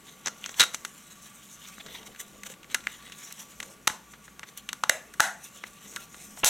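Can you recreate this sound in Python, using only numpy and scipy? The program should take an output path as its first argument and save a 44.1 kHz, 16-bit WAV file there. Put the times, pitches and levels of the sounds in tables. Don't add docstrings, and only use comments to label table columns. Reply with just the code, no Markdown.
import sys
import numpy as np
from scipy import signal
from scipy.fft import rfft, irfft
from scipy.io import wavfile
from scipy.ndimage import uniform_filter1d, minimum_filter1d

SR = 44100
rng = np.random.default_rng(int(sys.argv[2]) if len(sys.argv) > 2 else 0)


def wrap_up_sound(samples):
    columns = np.atleast_2d(samples).T
    tamed = np.clip(columns, -1, 1)
    steps = np.round(tamed * 32767).astype(np.int16)
    wavfile.write(sys.argv[1], SR, steps)


N = 286199
TIME, HZ = np.arange(N) / SR, np.fft.rfftfreq(N, 1 / SR)


def amp(db):
    return 10 ** (np.asarray(db) / 20)


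def evened(x):
    return x / np.sqrt(np.mean(x ** 2) + 1e-20)


def read(points, hz, axis=1):
    points = np.array(points)
    return np.interp(np.log(hz + 1), np.log(points[:, 0] + 1), points[:, axis])


def shaped(x, gain):
    return irfft(rfft(x) * gain, N)


def noise(gain):
    return evened(shaped(rng.standard_normal(N), gain))


def add(mix, s, sound):
    start = max(round(s * SR), 0)
    part = mix[start:][:len(sound)]
    part += sound[:len(part)]


def decay(t, t60):
    return np.exp(-np.log(1000) * t / t60)


def air():
    # f/Hz, level/dB
    hush_colour = [(20, -25), (40, -49), (57, -0.5), (80, -14.5), (130, -1), (205, 4.5), (300, -7),
                   (500, -11), (800, -12.5), (1400, -11.5), (2500, -11.5), (4800, -21), (7500, -18.5),
                   (15500, -27)]
    # f/Hz, width/Hz, level/dB
    fan_tones = [(56.6, 5.3, -72.5), (203.4, 12, -66.5), (1150.5, 58, -64), (1430, 27, -70)]
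    hush_db = -57
    sound = amp(hush_db) * noise(amp(read(hush_colour, HZ)))
    for f, width, db in fan_tones:
        resonance = 1 / (1 + ((HZ - f) / width * 2.1) ** 2)
        sound += amp(db) * noise(resonance)
    return sound


def whine():
    # f/Hz, rms level/dB
    tones = [(12000, -73.5), (13248, -79)]
    return sum(amp(db) * np.sqrt(2) * np.sin(2 * np.pi * hz * TIME) for hz, db in tones)


def friction(colour, slips_per_s=6000, spread_db=0.5, flutter_db=2.0, flutter_hz=30, patchy_db=3.0, size=512):
    slips = (rng.random(N) < slips_per_s / SR) * rng.standard_normal(N)
    slips *= amp(spread_db * np.minimum(rng.exponential(1, N), 6))
    grip = amp(flutter_db * noise(1 / (1 + (HZ / flutter_hz) ** 2)))
    spectrogram = signal.stft(slips * grip, nperseg=size)[2]
    patches = rng.standard_normal(spectrogram.shape)
    patches = uniform_filter1d(patches, size=5, axis=0)
    patches = uniform_filter1d(patches, size=14, axis=1)
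    spectrogram = spectrogram * amp(patchy_db * evened(patches))
    slips = signal.istft(spectrogram, nperseg=size)[1][:N]
    return evened(shaped(slips, amp(read(colour, HZ))))


def rubbing(grip_body_db=-3.0):
    # f/Hz, level/dB
    hiss_colour = [(1500, -27.5), (4800, -15.5), (5900, 2), (8000, -1.5), (9500, -7.5), (12500, -8),
                   (16000, -18)]
    body_colour = [(120, -10), (350, -11.5), (800, -5.5), (1400, -4), (2100, 1), (2500, -2), (3000, 1.5),
                   (3900, 0.5), (4700, -11.5), (8000, -20)]
    drag_colour = [(100, -3), (260, 3.5), (490, 2.5), (650, -4), (900, -5), (2000, -29)]
    # t/s, hiss level/dB
    grip_course = [(0, -59), (1.4, -56), (2.1, -58), (2.3, -59.5), (2.62, -67), (2.9, -61.5), (3.5, -55.5),
                   (3.85, -66.5), (5.3, -61), (5.7, -58), (6.45, -58)]
    # t/s, level/dB
    palm_course = [(0, -60), (.35, -65.5), (.9, -67.5), (1.6, -72.5), (1.92, -55.5), (2.2, -59.5),
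                   (2.65, -59), (3.2, -68.5), (3.7, -57.5), (4.1, -67.5), (5.6, -65), (6.45, -60)]
    # middle t/s, time from middle to 1/e of the amplitude/s, hiss level/dB, body level relative to hiss/dB
    strokes = [ (0.081, 0.028, -55.5, 2.5), (0.269, .014, -54, 13), (0.475, 0.063, -51.5, 3.5),
               (0.603, 0.034, -39, 1.5), (0.744, 0.012, -47, 5), (0.874, .03, -52.5, -6),
               (0.973, 0.045, -54.5, -2.5), (1.117, 0.016, -51.5, -2.5), (1.265, 0.035, -50.5, -2),
               (1.51, 0.043, -53, -10), (1.67, 0.064, -50, -1), (1.808, 0.0092, -54, 7.5),
               (1.944, 0.055, -52.5, 7.5), (2.07, 0.0098, -44, -3), (2.206, 0.012, -37.5, -5),
               (2.465, 0.011, -43, -1.5), (2.512, 0.026, -47, -3.5), (2.716, 0.021, -51, 3.5),
               (2.912, 0.07, -52, 3.5), (3.05, 0.056, -59.5, 6.5), (3.236, 0.11, -49.5, -2),
               (3.333, 0.028, -54.5, 3.5), (3.406, 0.029, -44, -5), (3.522, 0.018, -53.5, -0.5),
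               (3.68, 0.069, -53, -3), (4.124, 0.036, -55.5, -6), (4.249, 0.012, -52, -5),
               (4.487, 0.017, -51, -2.5), (4.585, .017, -46, -3), (5.457, 0.037, -46, -11),
               (5.565, 0.028, -49.5, -2.5), (5.673, 0.019, -48.5, -2), (5.91, 0.073, -49, -6),
               (6.007, 0.045, -48.5, -3.5), (6.235, 0.089, -48.5, -8.5), (6.395, 0.024, -48, -3)]
    hiss = amp(np.interp(TIME, *np.transpose(grip_course)))
    body = amp(grip_body_db) * hiss
    for middle, half_length, db, depth_db in strokes:
        stroke = amp(db) * np.exp(-((TIME - middle) / half_length) ** 2)
        hiss = np.hypot(hiss, stroke)
        body = np.hypot(body, amp(depth_db) * stroke)
    palm = amp(np.interp(TIME, *np.transpose(palm_course)))
    return hiss * friction(hiss_colour) + body * friction(body_colour) + palm * friction(drag_colour)


def room(x, onset_s=0.00081, size=256):
    # f/Hz, level/dB, t60/s
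    response = [(98.5, -39, 0.3), (350, -15, 0.31), (614, -4, 0.36), (840, -15.5, 0.39), (1010, -13, 0.31),
                (1620, -19, 0.36), (3260, -16.5, 0.25), (6550, -15, 0.28), (9900, -13, 0.24),
                (16000, -18, 0.26)]
    age = np.arange(SR // 2) / SR
    taps = rng.choice([-1., 1.], SR // 2) * (1 - np.exp(-age / onset_s))
    hz, t, bands = signal.stft(taps, SR, nperseg=size)
    t60 = read(response, hz, axis=2)[:, None]
    bands *= amp(read(response, hz)[:, None]) * decay(t, t60)
    bands *= np.sqrt(2 * np.log(1000) / (t60 * SR))
    return signal.fftconvolve(x, signal.istft(bands, SR, nperseg=size)[1])[:N]


def turning_room(x, count=3):
    path = np.floor(TIME * count) % count
    return sum(room(x * (path == k)) for k in range(count))


def ringing(db):
    log_gain = np.log(amp(np.r_[db, db[-2:0:-1]]))
    return np.fft.ifft(np.exp(np.conj(signal.hilbert(log_gain)))).real


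def click(ring_hz, ring_db, bright_db, length, evenness, ring_octaves=0.36, rise_s=0.0004, size=2048):
    # f/Hz, level/dB
    shell = [(30, -39), (120, -13), (300, -7.5), (700, -10), (1000, -3.5), (1450, 3.5), (2600, -1.5),
             (3900, 2), (4800, -7), (6300, 3.5), (8300, -6), (12000, -10), (16000, -22)]
    # f/Hz, width/Hz, height/dB
    modes = [(513, 42, 2.5), (855.6, 11.6, 8), (1430, 29, 3.5), (1680, 66, 2.5), (2028, 230, 4.5),
             (2780, 195, 4.5), (3884, 51, 0), (4300, 88, 3), (6760, 170, -5), (7820, 280, 5)]
    hz = np.fft.rfftfreq(size, 1 / SR) + 1
    t = (np.arange(size) - size // 4) / SR
    colour = read(shell, hz)
    colour += sum(db / (1 + (2 * (hz - f) / width) ** 2) for f, width, db in modes)
    colour += ring_db * np.exp(-.5 * (np.log2(hz / ring_hz) / ring_octaves) ** 2)
    colour += bright_db * np.log2(np.maximum(hz, 800) / 3000)
    envelope = np.exp(-abs(t) / np.where(t < 0, rise_s, length))
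    force = rfft(np.sqrt(envelope) * rng.standard_normal(size))
    force = irfft(force / (abs(force) + 1e-9))
    force = rfft(np.sqrt(envelope) * force)
    force = irfft(force / (abs(force) + 1e-9) ** evenness)
    sound = signal.fftconvolve(force, ringing(colour))[:size]
    return sound / np.linalg.norm(sound)


def clicks(evenness, lead=512):
    # t/s, energy level/dB, ring f/Hz, ring height/dB, brightness/(dB per octave), chatter length/s
    contacts = [ (.26, -3, 6200, 14, -4, 0.0042), (0.271, -0.5, 6000, 10, -3.5, 0.0065),
                (0.282, -5.5, 6200, 9, -3, 0.0024), (.4416, -9, 2870, 28, 4, 0.00096),
                (.461, -7.5, 6200, 10, -2.8, 0.0027), (0.493, -13.5, 6000, 11, -6, .002),
                (0.542, -18.5, 3060, 13, -1, 0.0017), (0.5978, 14.5, 3760, 8.5, 0.5, 0.0028),
                (0.604, 12, 4150, 4, 0, 0.003), (0.6064, 12.5, 4030, 0, .5, 0.0032),
                (0.6142, 7, 3460, 6, .5, 0.0034), (0.6177, 7, 1630, 13, 0.5, .0037),
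                (0.6278, 3.5, 3100, 9, -2, .0047), (.6364, 3, 1250, 11.5, 1.3, .003),
                (0.7456, -3, 7350, 5, 0, 0.0037), (0.8498, -5, 1220, 4, .5, 0.0035),
                (1.7825, -22, 2320, -3, -8, 0.0014), (1.8625, -17, 4310, 5, -1.5, 0.0075),
                (2.4345, -13.5, 1960, 11, 2.5, 0.0024), (2.5, -19, 496, 20.5, -0.5, 0.0023),
                (2.7457, 5, 1580, 5, 1, 0.0025), (2.7482, -3.5, 1430, 5, -4.5, 0.0037),
                (2.8708, 1, 2140, 15, -3, 0.00081), (3.1213, -15.5, 2970, 9, 0.5, 0.0064),
                (3.325, -14, 700, 11, 9, .0015), (3.602, -7.5, 2360, 7.5, 0, 0.0027),
                (3.6283, -11, 8000, 8.5, -3, 0.0035), (3.8737, 5, 780, 0, -1, 0.0027),
                (3.8769, 14, 930, 11, 0, 0.0013), (3.898, -6, 1810, 9, -1, 0.0046),
                (4.136, -19.5, 1510, 0.5, -5.5, 0.0084), (4.28, -22.5, 1720, 3, -6.5, 0.0051),
                (4.3948, -15.5, 860, 9, 0, 0.0012), (4.432, -12, 2080, 7, -5, 0.005),
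                (4.575, -11.5, 2500, 13.5, 12.5, 0.0047), (4.69, -5, 2850, 8.5, -.3, .004),
                (4.7303, -5, 1140, 8, 1, 0.0019), (4.837, 4.5, 995, 11, -3, 0.0018),
                (4.8962, 17.5, 1860, 13.5, 2, 0.0013), (4.8964, 12, 637, 16, -1, 0.0018),
                (5.1385, -17.5, 1600, 16, 4.5, 0.0049), (5.199, 6, 1380, 14.5, -3.5, 0.00051),
                (5.2042, 23.5, 796, 18.5, 1.5, 0.0015), (5.2047, 25, 1680, 22, -9, 0.00063),
                (5.6382, -8.5, 2080, 8, -5.5, 0.0027), (5.9621, -7, 8000, 2, -1.3, 0.0021),
                (5.9683, -11, 1390, 16, -4, 0.0022), (6.1444, -19.5, 2140, 0, -5, .0026),
                (6.3727, -19, 740, 17, -2, .007), (6.433, -4, 3100, 29, -17, 0.0025),
                (6.437, 2.5, 2980, 24.5, -17, 0.0035), (6.4415, 0, 2300, -1, -13, 0.0024),
                (6.4464, 35, 730, 8.5, 3.5, 0.00036)]
    out = np.zeros(N)
    for s, db, ring_hz, ring_db, bright_db, length in contacts:
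        add(out, s - lead / SR, amp(db) * click(ring_hz, ring_db, bright_db, length, evenness))
    return out


def pings():
    # t/s, level/dB
    jars = [(0.279, -46), (.607, -44), (2.748, -41.5), (4.837, -49), (5.964, -42.5)]
    # f/Hz, level/dB, t60/s
    spring_modes = [(1380, 0.5, 0.27), (2900, -22, 0.058)]
    out, t = np.zeros(N), np.arange(SR // 2) / SR
    ring = sum(amp(db) * decay(t, t60) * np.sin(2 * np.pi * hz * t) for hz, db, t60 in spring_modes)
    for s, db in jars:
        add(out, s, amp(db) * ring)
    return out


def catches(size=4000):
    # t/s, initial level/dB, f/Hz, t60/s
    releases = [(0.596, -23, 3800, 0.014), (0.6053, -12, 3970, 0.031), (0.6078, -7.5, 3820, 0.057),
                (6.4355, -26, 2980, 0.075)]
    out, t = np.zeros(N), np.arange(size) / SR
    for s, db, hz, t60 in releases:
        add(out, s, amp(db) * decay(t, t60) * np.sin(2 * np.pi * hz * t))
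    return out


def loose_cover():
    from_s, to_s, ticks_per_s = 1.65, 3.4, 6
    tick_db, spread_db = -24, 0.5
    centre_hz = 2500
    ring_db, bright_db_per_octave, length_s = 9, -1, 0.003
    out = np.zeros(N)
    loose = (TIME > from_s) & (TIME < to_s)
    for s in TIME[loose & (rng.random(N) < ticks_per_s / SR)]:
        strength, spot = 2 * rng.random(2) - 1
        tick = click(centre_hz * 2 ** (spot / 2), ring_db, bright_db_per_octave, length_s, 0)
        add(out, s, amp(tick_db + spread_db * strength) * tick)
    return out


def jolts(size=2000):
    # t/s, level/dB, decay time/s
    pushes = [(3.903, -29, 0.00078), (4.897, -19.5, 0.00071), (5.201, -24, 0.00095), (6.441, -20, 0.0012),
              (6.446, -29, .003)]
    out = np.zeros(N)
    for s, db, decay_s in pushes:
        u = np.arange(size) / SR / decay_s
        add(out, s, amp(db) * np.e * u * (1 - u / 2) * np.exp(-u))
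    return out


def scene(room_side_db=-16):
    # f/Hz, side level relative to mid/dB
    click_side = [(100, -22), (300, -11), (700, -7), (1200, -11.5), (2400, -12.5), (4400, -20),
                  (6300, -23.5), (8300, -11), (10000, -8), (12000, -31)]
    air_side = [(50, -14), (200, -16), (500, -13), (1200, -11.5), (3000, -18.5), (6300, -24), (8300, -6.5),
                (12000, -19)]
    # f/Hz, left minus right level/dB
    balance = [(100, -1.5), (230, 0.5), (480, 3), (1000, 1.5), (2000, 1), (4000, 0), (7000, 0.3)]
    hands = rubbing() + loose_cover() + jolts() + pings() + catches()
    radiated = clicks(1) + hands
    mid = clicks(0) + hands + turning_room(radiated) + air() + whine()
    side = shaped(clicks(0), 1j * amp(read(click_side, HZ)))
    side += shaped(air() + hands, 1j * amp(read(air_side, HZ)))
    side += amp(room_side_db) * room(radiated)
    lean = amp(read(balance, HZ) / 2)
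    return np.array([shaped(mid + side, lean), shaped(mid - side, 1 / lean)])


def record(dry, ceiling=0.55, release_s=0.026, clip_level=0.83, size=101, order=9, edge_hz=16000):
    crest = np.sqrt(abs(uniform_filter1d(dry ** 2, order)))
    cut = np.maximum(1 - ceiling / (crest + 1e-9), 1e-9)
    held = np.maximum.accumulate(np.log(cut) + TIME / release_s, axis=1)
    held = np.exp(held - TIME / release_s)
    gain = uniform_filter1d(minimum_filter1d(1 - held, size), size)
    rounded = clip_level * np.tanh(dry * gain / clip_level)
    low_pass = signal.firwin(301, edge_hz, window=("kaiser", 9), fs=SR)
    return signal.oaconvolve(rounded, low_pass[None], "same", axes=1)


dry = scene()
out = record(dry)
wrap_up_sound(out)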